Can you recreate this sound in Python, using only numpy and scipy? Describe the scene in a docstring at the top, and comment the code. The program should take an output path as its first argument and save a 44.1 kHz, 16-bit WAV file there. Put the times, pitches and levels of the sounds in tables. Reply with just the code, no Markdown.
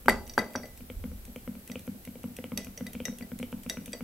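"""A low rumble, microphone hiss, a thin whine and a faint high trill run throughout: shaped noise and sines.
A ceramic soap dispenser, tilted on a wooden floor close by, is rocked three times, then pumped quickly.
Strokes thud into the boards as struck modes; the plastic valve ticks as short noise cracks.
The jar's foot knocks on the floor, and the loose collar clinks on the glazed jar, chattering on its modes.
A small room answers with fading noise."""
import sys
import numpy as np
from scipy import signal
from scipy.fft import rfft, irfft, next_fast_len
from scipy.io import wavfile
from scipy.ndimage import map_coordinates

SR = 44100
rng = np.random.default_rng(int(sys.argv[2]) if len(sys.argv) > 2 else 0)


def dump_mix(stems):
    """Bounce the given channels to the path in sys.argv[1] as a 16-bit WAV at rate SR."""
    frames = np.atleast_2d(stems).T  # one column per channel
    limited = np.clip(frames, -1, 1)  # hard clip at full scale
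    pcm = np.round(limited * 32767).astype(np.int16)
    wavfile.write(sys.argv[1], SR, pcm)


def voltage_ratio(decibels):
    """Convert decibels (scalar or array-like) to amplitude ratios, 20 dB per decade."""
    exponent = np.asarray(decibels, float) / 20
    return 10 ** exponent


N = 177855


def unit(x):
    """Scaled to rms 1."""
    return x / np.sqrt(np.mean(x ** 2) + 1e-20)


def along(points, hz):
    """Interpolates (hz, value) points on a log frequency axis."""
    point_hz, value = np.transpose(points)
    return np.interp(np.log(hz + 1), np.log(point_hz + 1), value)


def filtered(x, response):
    """x times a response of frequency."""
    size = next_fast_len(x.shape[-1] + 8192)
    spectrum = rfft(x, size) * response(np.fft.rfftfreq(size, 1 / SR))
    return irfft(spectrum, size)[..., :x.shape[-1]]


def ring(hz, t60_s, length_s, contact_s):
    """Struck modes, one row each: decaying sines whose onset rises with time constant contact_s."""
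    t = np.arange(round(length_s * SR)) / SR
    decay = voltage_ratio(-60 * t / np.reshape(t60_s, (-1, 1)))
    onset = 1 - np.exp(-t / contact_s)
    return np.sin(2 * np.pi * np.outer(hz, t)) * decay * onset


def add(track, start_s, sound):
    """Mixes a sound in at start_s."""
    part = track[..., round(start_s * SR):][..., :sound.shape[-1]]
    part += sound[..., :part.shape[-1]]


def mid_side_gains(likeness):
    """Mid and side gains that give two channels of noise this correlation."""
    turn = np.arccos(np.clip(likeness, -1, 1)) / 2
    return np.cos(turn), np.sin(turn)


# left-right likeness of background noise: [pitch_hz, correlation]
NOISE_LIKENESS = [(60, .9), (300, 1), (1000, -0.12), (6000, -0.063), (10300, -0.16), (10900, -0.76),
                  (12400, -0.24), (13000, 0)]


def stereo_noise(spectrum):
    """Shaped noise of rms 1 with a likeness between channels that depends on frequency."""
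    def gain(hz):
        return voltage_ratio(along(spectrum, hz)) * np.array(mid_side_gains(along(NOISE_LIKENESS, hz)))
    mid, side = filtered(rng.standard_normal((2, N)), gain)
    return unit(np.array([mid + side, mid - side]))


# rumble spectrum before scaling: [pitch_hz, level_db per Hz]
RUMBLE_SPECTRUM = [(11, -29), (18, 5), (86, 3.5), (103, -11.5), (124, -33), (130, -16.5), (170, -38.5),
                   (290, -120)]
# weight shifts on the boards: [peak_s, level_db, sway_hz]
BUMPS = [(.11, -37.5, 75), (0.981, -38.5, 78.5), (1.131, -42, 56.2)]
RUMBLE_DB, RUMBLE_WAVER_DB, RUMBLE_WAVERS_PER_S = -55, 1.5, 7.1
BUMP_RISE_DB_PER_S, BUMP_FALL_DB_PER_S = 350.5, 110.5
SWAY_OVER_BUMP_DB, SWAY_SAG_PER_S = 0.5, .8  # sag: share of pitch lost a second


def rumble():
    """Low noise that wavers at random; when weight shifts on the boards it swells and the floor sways."""
    t = np.arange(N) / SR
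    waver = map_coordinates(rng.standard_normal(200), [t * RUMBLE_WAVERS_PER_S])
    swell, sway = voltage_ratio(RUMBLE_DB + RUMBLE_WAVER_DB * waver), 0
    for peak_s, level_db, sway_hz in BUMPS:
        since_s = t - peak_s
        bump = voltage_ratio(level_db - np.maximum(-BUMP_RISE_DB_PER_S * since_s, BUMP_FALL_DB_PER_S * since_s))
        swell = swell + bump
        cycles = sway_hz * since_s * (1 - SWAY_SAG_PER_S * since_s / 2)
        sway = sway + bump * np.sin(2 * np.pi * cycles)
    return swell * stereo_noise(RUMBLE_SPECTRUM) + voltage_ratio(SWAY_OVER_BUMP_DB) * sway


# hiss spectrum before scaling: [pitch_hz, level_db per Hz]
HISS_SPECTRUM = [(60, -33), (100, 8.5), (300, 2.5), (680, -3), (1000, -9.5), (2000, -10), (3500, -12.5),
                 (6500, -14), (9000, -12), (11000, -7), (12500, -3.5), (14000, -12), (15700, -9),
                 (16300, -39)]
HISS_DB = -52.5


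def hiss():
    """Steady microphone noise."""
    return voltage_ratio(HISS_DB) * stereo_noise(HISS_SPECTRUM)


# trill tones: [pitch_hz, level_db at the crest of a swell]
TRILL = [(12613, -62), (12850, -62), (13090, -67)]
TRILL_SWELLS_HZ, TRILL_CREST_S = 7.5, .129


def trill():
    """Close high sines under one periodic swell."""
    t = np.arange(N) / SR
    swell = np.exp(3.5 * (np.cos(2 * np.pi * TRILL_SWELLS_HZ * (t - TRILL_CREST_S)) - 1))
    return sum(voltage_ratio(level_db) * np.sin(2 * np.pi * pitch_hz * t) for pitch_hz, level_db in TRILL) * swell


WHINE_HZ, WHINE_DB = 8000, -74


def whine():
    """A thin sine whose phase wanders at random."""
    t = np.arange(N) / SR
    wander_rad = np.cumsum(rng.normal(0, .02, N))
    return voltage_ratio(WHINE_DB) * np.sin(2 * np.pi * WHINE_HZ * t + wander_rad)


# pump strokes and rebounds: [start_s, thud_db, kind (0 down, 1 up, 2 slow down), click_db]
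STROKES = [(0.0585, -22.5, 0, -32), (0.5586, -28, 1, -51.5), (0.8066, -32.5, 2, -48), (0.9, -28, 1, -34.5),
           (1.0395, -21.5, 0, -34), (1.1157, -30.5, 0, -48), (1.2795, -31, 0, -57), (1.3601, -28, 1, -34.5),
           (1.476, -21, 0, -35.5), (1.5525, -30.5, 0, -43), (1.6988, -24.5, 2, -38.5),
           (1.7561, -25, 1, -30.5), (1.877, -20, 0, -37), (1.9467, -32.5, 0, -59), (2.0751, -26, 2, -43.5),
           (2.155, -32, 1, -46), (2.24, -20.5, 0, -35.5), (2.3017, -32.5, 0, -61.5), (2.387, -26, 1, -35),
           (2.4407, -26.5, 1, -30.5), (2.5189, -20.2, 0, -32.5), (2.5693, -27, 0, -52.5),
           (2.6693, -28.5, 2, -41.5), (2.808, -20.5, 0, -34.5), (2.8624, -33.5, 0, -45),
           (2.9512, -23, 2, -38), (3.0019, -24, 1, -32.5), (3.0817, -20, 0, -31.5), (3.1258, -35, 1, -48.5),
           (3.2094, -25.5, 2, -40), (3.3174, -23.5, 0, -35.5), (3.3999, -22, 2, -42),
           (3.4282, -25, 1, -29.5), (3.5268, -21, 0, -31.5), (3.5784, -33, 0, -51), (3.6631, -24, 2, -41),
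           (3.7707, -22.5, 0, -32), (3.8186, -32, 0, -55), (3.8791, -27, 2, -44.5), (3.9495, -33, 1, -46),
           (4.007, -23, 0, -34)]
# floor board modes under the jar: [pitch_hz, t60_s, down_strength (signed), up_strength (signed)]
BOARDS = [(69, .3, .004, -.045), (94.5, .25, -.073, .119), (157.7, .035, -.104, .031),
          (164.9, .3, .085, -.06), (197.5, .156, -.733, .405), (199.8, .075, 1, -.536),
          (240.6, .24, -.28, .225), (250.9, .162, -.109, .142), (276.3, .2, .08, -.075),
          (292.3, .152, -.061, .06), (386.9, .049, -.039, .073), (476.4, .03, -.206, -.072),
          (502.7, .058, .162, -.426), (542.7, .026, .149, .041), (685.3, .009, -.165, .209),
          (938.8, .023, -.017, -.075)]
# plunger stop modes: [pitch_hz, t60_s, down_db, up_db, slow_down_db]
STOPS = [(833, 0.0072, -2.5, -12.5, -5), (1385, 0.0078, -0.5, -6, 1.5), (2256, 0.0093, -3, 0.5, 6),
         (3005, 0.0052, -2.5, 5, 3.5)]
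SLOW_LEAD_S, SEAT_DELAY_S = .0022, .00027


def pump():
    """A stroke's end pushes the boards down or lets them up: same modes, other signs; the plunger clicks."""
    thuds, clicks = np.zeros((2, N))
    hz, t60_s, down, up = np.transpose(BOARDS)
    boards = ring(hz, t60_s, .4, .0004)
    stop_hz, stop_t60_s, *stop_db = np.transpose(STOPS)
    chance = rng.standard_normal((len(STROKES), 2, len(STOPS)))
    for (start_s, thud_db, kind, click_db), (detune, loudness) in zip(STROKES, chance):
        kind = round(kind)
        lead_s = SLOW_LEAD_S * (kind == 2)  # a slow push loads the boards before the plunger seats
        strength = up if kind == 1 else down
        add(thuds, start_s - lead_s, voltage_ratio(thud_db) * strength @ boards)
        stops = ring(stop_hz * (1 + .05 * detune), stop_t60_s, .02, .0005)  # never seats alike
        stop_gain = voltage_ratio(click_db + stop_db[kind] + 1.5 * loudness) * [1, -1, 1, -1]
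        add(clicks, start_s + SEAT_DELAY_S, stop_gain @ stops)
    return thuds, clicks


# valve ticks: [start_s, crack_db]
TICKS = [(.0595, -36), (.2763, -35), (.5344, -39), (.7746, -37), (1.2516, -35), (1.3593, -38),
         (1.6756, -32), (1.7928, -34), (1.8672, -39), (2.0507, -31), (2.2323, -37.5), (2.366, -29),
         (2.6459, -31.5), (2.9322, -30), (3.1852, -31), (3.3887, -28.5), (3.4271, -35), (3.5199, -38.5),
         (3.6336, -33.5), (3.6914, -34), (3.8586, -27.5), (3.921, -38.5)]
# jar ring under a tick's crack, one per mode group: [level_db]
VALVE_RING_DB = [-26.5, -9, -34, -48, -22, -11.5]


def valve_ticks():
    """Blows of the plastic valve: each excites the jar's mode groups in fixed proportion to its crack."""
    return [(start_s, crack_db, crack_db + np.array(VALVE_RING_DB)) for start_s, crack_db in TICKS]


# glazed jar modes: [pitch_hz, level_db, t60_s]
JAR = [(1985, 0, .05), (2003, -17, .3), (2400, -9, .012), (2750, -11, .012), (3300, -4, .025),
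       (3780, -2, .04), (4620, -4, .03), (4680, -2, .035), (5770, 0, .03), (6265, -3, .035),
       (8000, -9, .02)]
# group of each jar mode: [group_index]
MODE_GROUP = [0, 0, 1, 1, 2, 2, 3, 3, 4, 4, 5]
# crack spectrum: [pitch_hz, level_db per Hz]
CRACK_SPECTRUM = [(880, -36.5), (1500, -7), (2880, -1), (4920, -9.5), (12000, 2.5), (14100, -2.5),
                  (16000, -18.5)]
# collar settling, spectrum before scaling: [pitch_hz, level_db per Hz]
SCRAPE_SPECTRUM = [(250, -4.5), (420, 5), (650, 6), (900, -10.5), (1500, -11.5), (2200, -9.5),
                   (3500, -39.5)]
MODE_SCATTER_DB = 3.5  # no two blows ring alike
SETTLE_DB, SETTLE_TOP_DB, SETTLE_T60_S = -7.5, -39.5, .19  # under the first group's level; ceiling; fade
CRACK_T60_S, CRACK_RISE_S, CHATTER_T60_S, SETTLE_RISE_S = .012, .00093, .0078, .0018


def strike_jar(blows):
    """Each blow cracks, differently at each port; the collar chatters on the jar's modes, then settles."""
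    cracks, jar, settle = np.zeros((2, N)), np.zeros((2, N)), np.zeros(N)
    hz, mode_db, t60_s = np.transpose(JAR)
    modes = ring(hz, t60_s, 0.45, 0.00017)
    t, settle_t = np.arange(SR // 50) / SR, np.arange(SR // 5) / SR
    crack_shape = voltage_ratio(-60 * t / CRACK_T60_S) * (1 - np.exp(-t / CRACK_RISE_S))
    settle_shape = voltage_ratio(-60 * settle_t / SETTLE_T60_S) * (1 - np.exp(-settle_t / SETTLE_RISE_S))
    chance = rng.standard_normal((len(blows), 3, 1 + len(JAR), len(t)))
    for (start_s, crack_db, group_db), (shared, *own) in zip(blows, chance):
        own = np.array(own)  # one per port
        add(cracks, start_s, voltage_ratio(crack_db) * crack_shape * (shared[0] + 0.74 * own[:, 0]))
        chatter = (shared[1:] + 0.52 * own[:, 1:]) * voltage_ratio(-60 * t / CHATTER_T60_S)
        rung = signal.fftconvolve(modes[None], chatter, axes=2)
        rung /= abs(rung).max(axis=(0, 2), keepdims=True)
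        gain = voltage_ratio(group_db[MODE_GROUP] + mode_db + MODE_SCATTER_DB * shared[1:, -1])
        add(jar, start_s, gain @ rung)
        add(settle, start_s, voltage_ratio(min(group_db[0] + SETTLE_DB, SETTLE_TOP_DB)) * settle_shape)
    grain = voltage_ratio(3.7 * rng.standard_normal(N // 64 + 1)).repeat(64)[:N]  # level steps every 64 samples
    grit = unit(grain * rng.standard_normal(N))
    scrape = settle * unit(filtered(grit, lambda f: voltage_ratio(along(SCRAPE_SPECTRUM, f))))
    return filtered(cracks, lambda f: voltage_ratio(along(CRACK_SPECTRUM, f))), jar, scrape


# room decay: [pitch_hz, t60_s]
ROOM = [(150, 0.72), (600, 0.46), (2000, 0.21), (6000, 0.34), (14000, 0.018)]
# left-right likeness of the room's answer: [pitch_hz, correlation]
ROOM_LIKENESS = [(200, .9), (800, 0.81), (2500, 0.46), (8000, 0)]
ROOM_DELAY_S = .0036


def room(x, block_s=0.29):
    """Noise tails whose decay depends on frequency; every block of sound finds new reflections."""
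    out, size = np.zeros((2, N)), round(block_s * SR)
    for start in range(0, N, size):
        hz, t, noise = signal.stft(rng.standard_normal((2, SR // 2)), SR, nperseg=256)
        mid_gain, side_gain = mid_side_gains(along(ROOM_LIKENESS, hz)[:, None])
        mid, side = noise[0] * mid_gain, noise[1] * side_gain
        fading = np.array([mid + side, mid - side]) * voltage_ratio(-60 * t / along(ROOM, hz)[:, None])
        tail = signal.istft(fading, SR, nperseg=256)[1]
        tail = tail / np.linalg.norm(tail[0])
        answer = signal.fftconvolve(x[None, start:start + size], tail, axes=1)
        add(out, start / SR + ROOM_DELAY_S, answer)
    return out


# drops of the jar's foot on the floor: [start_s, knock_db, boom_db]
KNOCKS = [(0.0826, -3.5, -22.5), (0.3782, -9.5, -21.5), (0.5528, -22, -26)]
# modes of the foot and the wood under it: [pitch_hz, t60_s, strength (signed)]
FOOT = [(212, .15, .06), (230, .15, -.12), (310, .1, .07), (356, .027, -.15), (412, .07, .17),
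        (522, .2, -.03), (562, .025, .32), (612, .3, .035), (635, .039, -.25), (713, .01, 1),
        (826, .055, .18), (963, .022, -.49), (1028, .2, .025), (1357, .15, .025), (1195, .018, .51),
        (1296, .088, .06), (1586, .017, -.92), (1746, .096, -.03)]


def knocks():
    """A drop rings foot and wood in the same way each time, and booms in the boards."""
    out = np.zeros(N)
    hz, t60_s, strength = np.transpose(FOOT)
    blow = strength @ ring(hz, t60_s, .3, .0004)
    hz, t60_s, down, _ = np.transpose(BOARDS)
    boom = down @ ring(hz, t60_s, .4, .0004)
    for start_s, knock_db, boom_db in KNOCKS:
        add(out, start_s, voltage_ratio(knock_db) * blow)
        add(out, start_s, voltage_ratio(boom_db) * boom)
    return out


# collar clinks on the jar: [start_s, crack_db, ring_db, place (0 low on the body, 1 at the rim)]
CLINKS = [(.0827, -19, -15.5, .01), (.0904, -15.5, -23, .4), (.0957, -17, -20.5, 0.32),
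          (.1054, -37.5, -27.5, 0.11), (0.2665, -54, -52.5, 1), (.2957, -36, -45.5, 1.16),
          (0.336, -44, -51.5, 1.07), (0.3789, -25.5, -21, 0.045), (.3844, -23.5, -47, 0.63),
          (0.3885, -29.5, -21, 0.059), (0.3924, -34, -32.5, 0.74), (.4154, -51, -36.5, .01),
          (0.5041, -46, -46, 0.28), (.5414, -39, -44, 0.0087), (.5531, -36.5, -38.5, .01),
          (0.5573, -41, -38, 0.9), (0.6328, -47, -40.5, .01), (0.6557, -53, -47, .8),
          (1.7158, -34, -43, 1.01), (2.4395, -39.5, -51.5, 0.33), (2.5746, -18, -32, 1.12),
          (2.6354, -45, -58, 0.0092), (2.7753, -32, -41.5, 1.02), (2.8663, -31.5, -42, 0.88),
          (3.0533, -24, -35.5, 1.175), (3.2234, -48, -42, 0.16), (3.6971, -21, -32, 1.12),
          (3.931, -37, -33.5, 0.88)]
# mode group balance when struck low on the body: [level_db]
STRUCK_LOW_DB = [-0.5, -10, -17, -8.5, -25, -7]
# mode group balance when struck at the rim: [level_db]
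STRUCK_RIM_DB = [0, 2, -2.5, -2, 1, 3.5]


def collar_clinks():
    """Blows of the loose collar: the place struck sets the balance of the jar's mode groups."""
    low_db, rim_db = np.array([STRUCK_LOW_DB, STRUCK_RIM_DB])
    return [(start_s, crack_db, ring_db + low_db + place * (rim_db - low_db))
            for start_s, crack_db, ring_db, place in CLINKS]


# left over the middle, right under it by as much: [pitch_hz, level_db]
PORT_BALANCE = [(300, .4), (1500, .8), (2000, 2.2), (3000, .5), (4700, -1.6), (12000, -.8)]
# left behind the middle, right ahead by as much: [pitch_hz, phase_rad]
PORT_LAG = [(100, .04), (250, .13), (500, .05), (1000, 0)]


def at_ports(x):
    """The jar stands a little off the middle: level and phase differ between the two ports."""
    def response(hz):
        balance_db = np.outer([1, -1], along(PORT_BALANCE, hz))
        lag_rad = np.outer([1, -1], along(PORT_LAG, hz))
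        return voltage_ratio(balance_db) * np.exp(-1j * lag_rad)
    return filtered(x, response)


# sent into the room
THUD_WET_DB, CLICK_WET_DB, JAR_WET_DB, DROP_WET_DB, CRACK_WET_DB = -20, -9.5, -12.5, -15, -5


def scene():
    """Direct sound, room and background; thuds send the smallest share into the room, cracks the largest."""
    background = rumble() + hiss() + trill() + whine()
    thuds, clicks = pump()
    cracks, jar, scrape = strike_jar(collar_clinks() + valve_ticks())
    drops = knocks()
    near = at_ports(thuds + clicks + drops + scrape + jar) + cracks
    sent = voltage_ratio(THUD_WET_DB) * thuds + voltage_ratio(CLICK_WET_DB) * clicks + voltage_ratio(DROP_WET_DB) * drops
    sent = sent + voltage_ratio(JAR_WET_DB) * jar[0] + voltage_ratio(CRACK_WET_DB) * cracks[0]
    return near + room(sent) + background


def band_limit(x):
    """A steep low-pass at the top of the band."""
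    return signal.sosfilt(signal.butter(12, 16820, fs=SR, output="sos"), x)


def record(dry):
    """Soft limiting of the loudest peaks, then a low-pass."""
    full_scale, top_hz = .93, 16500
    limited = dry / (1 + abs(dry / full_scale) ** 8) ** (1 / 8)
    mix = filtered(limited, lambda hz: hz < top_hz)
    return band_limit(mix)


dry = scene()
out = record(dry)
dump_mix(out)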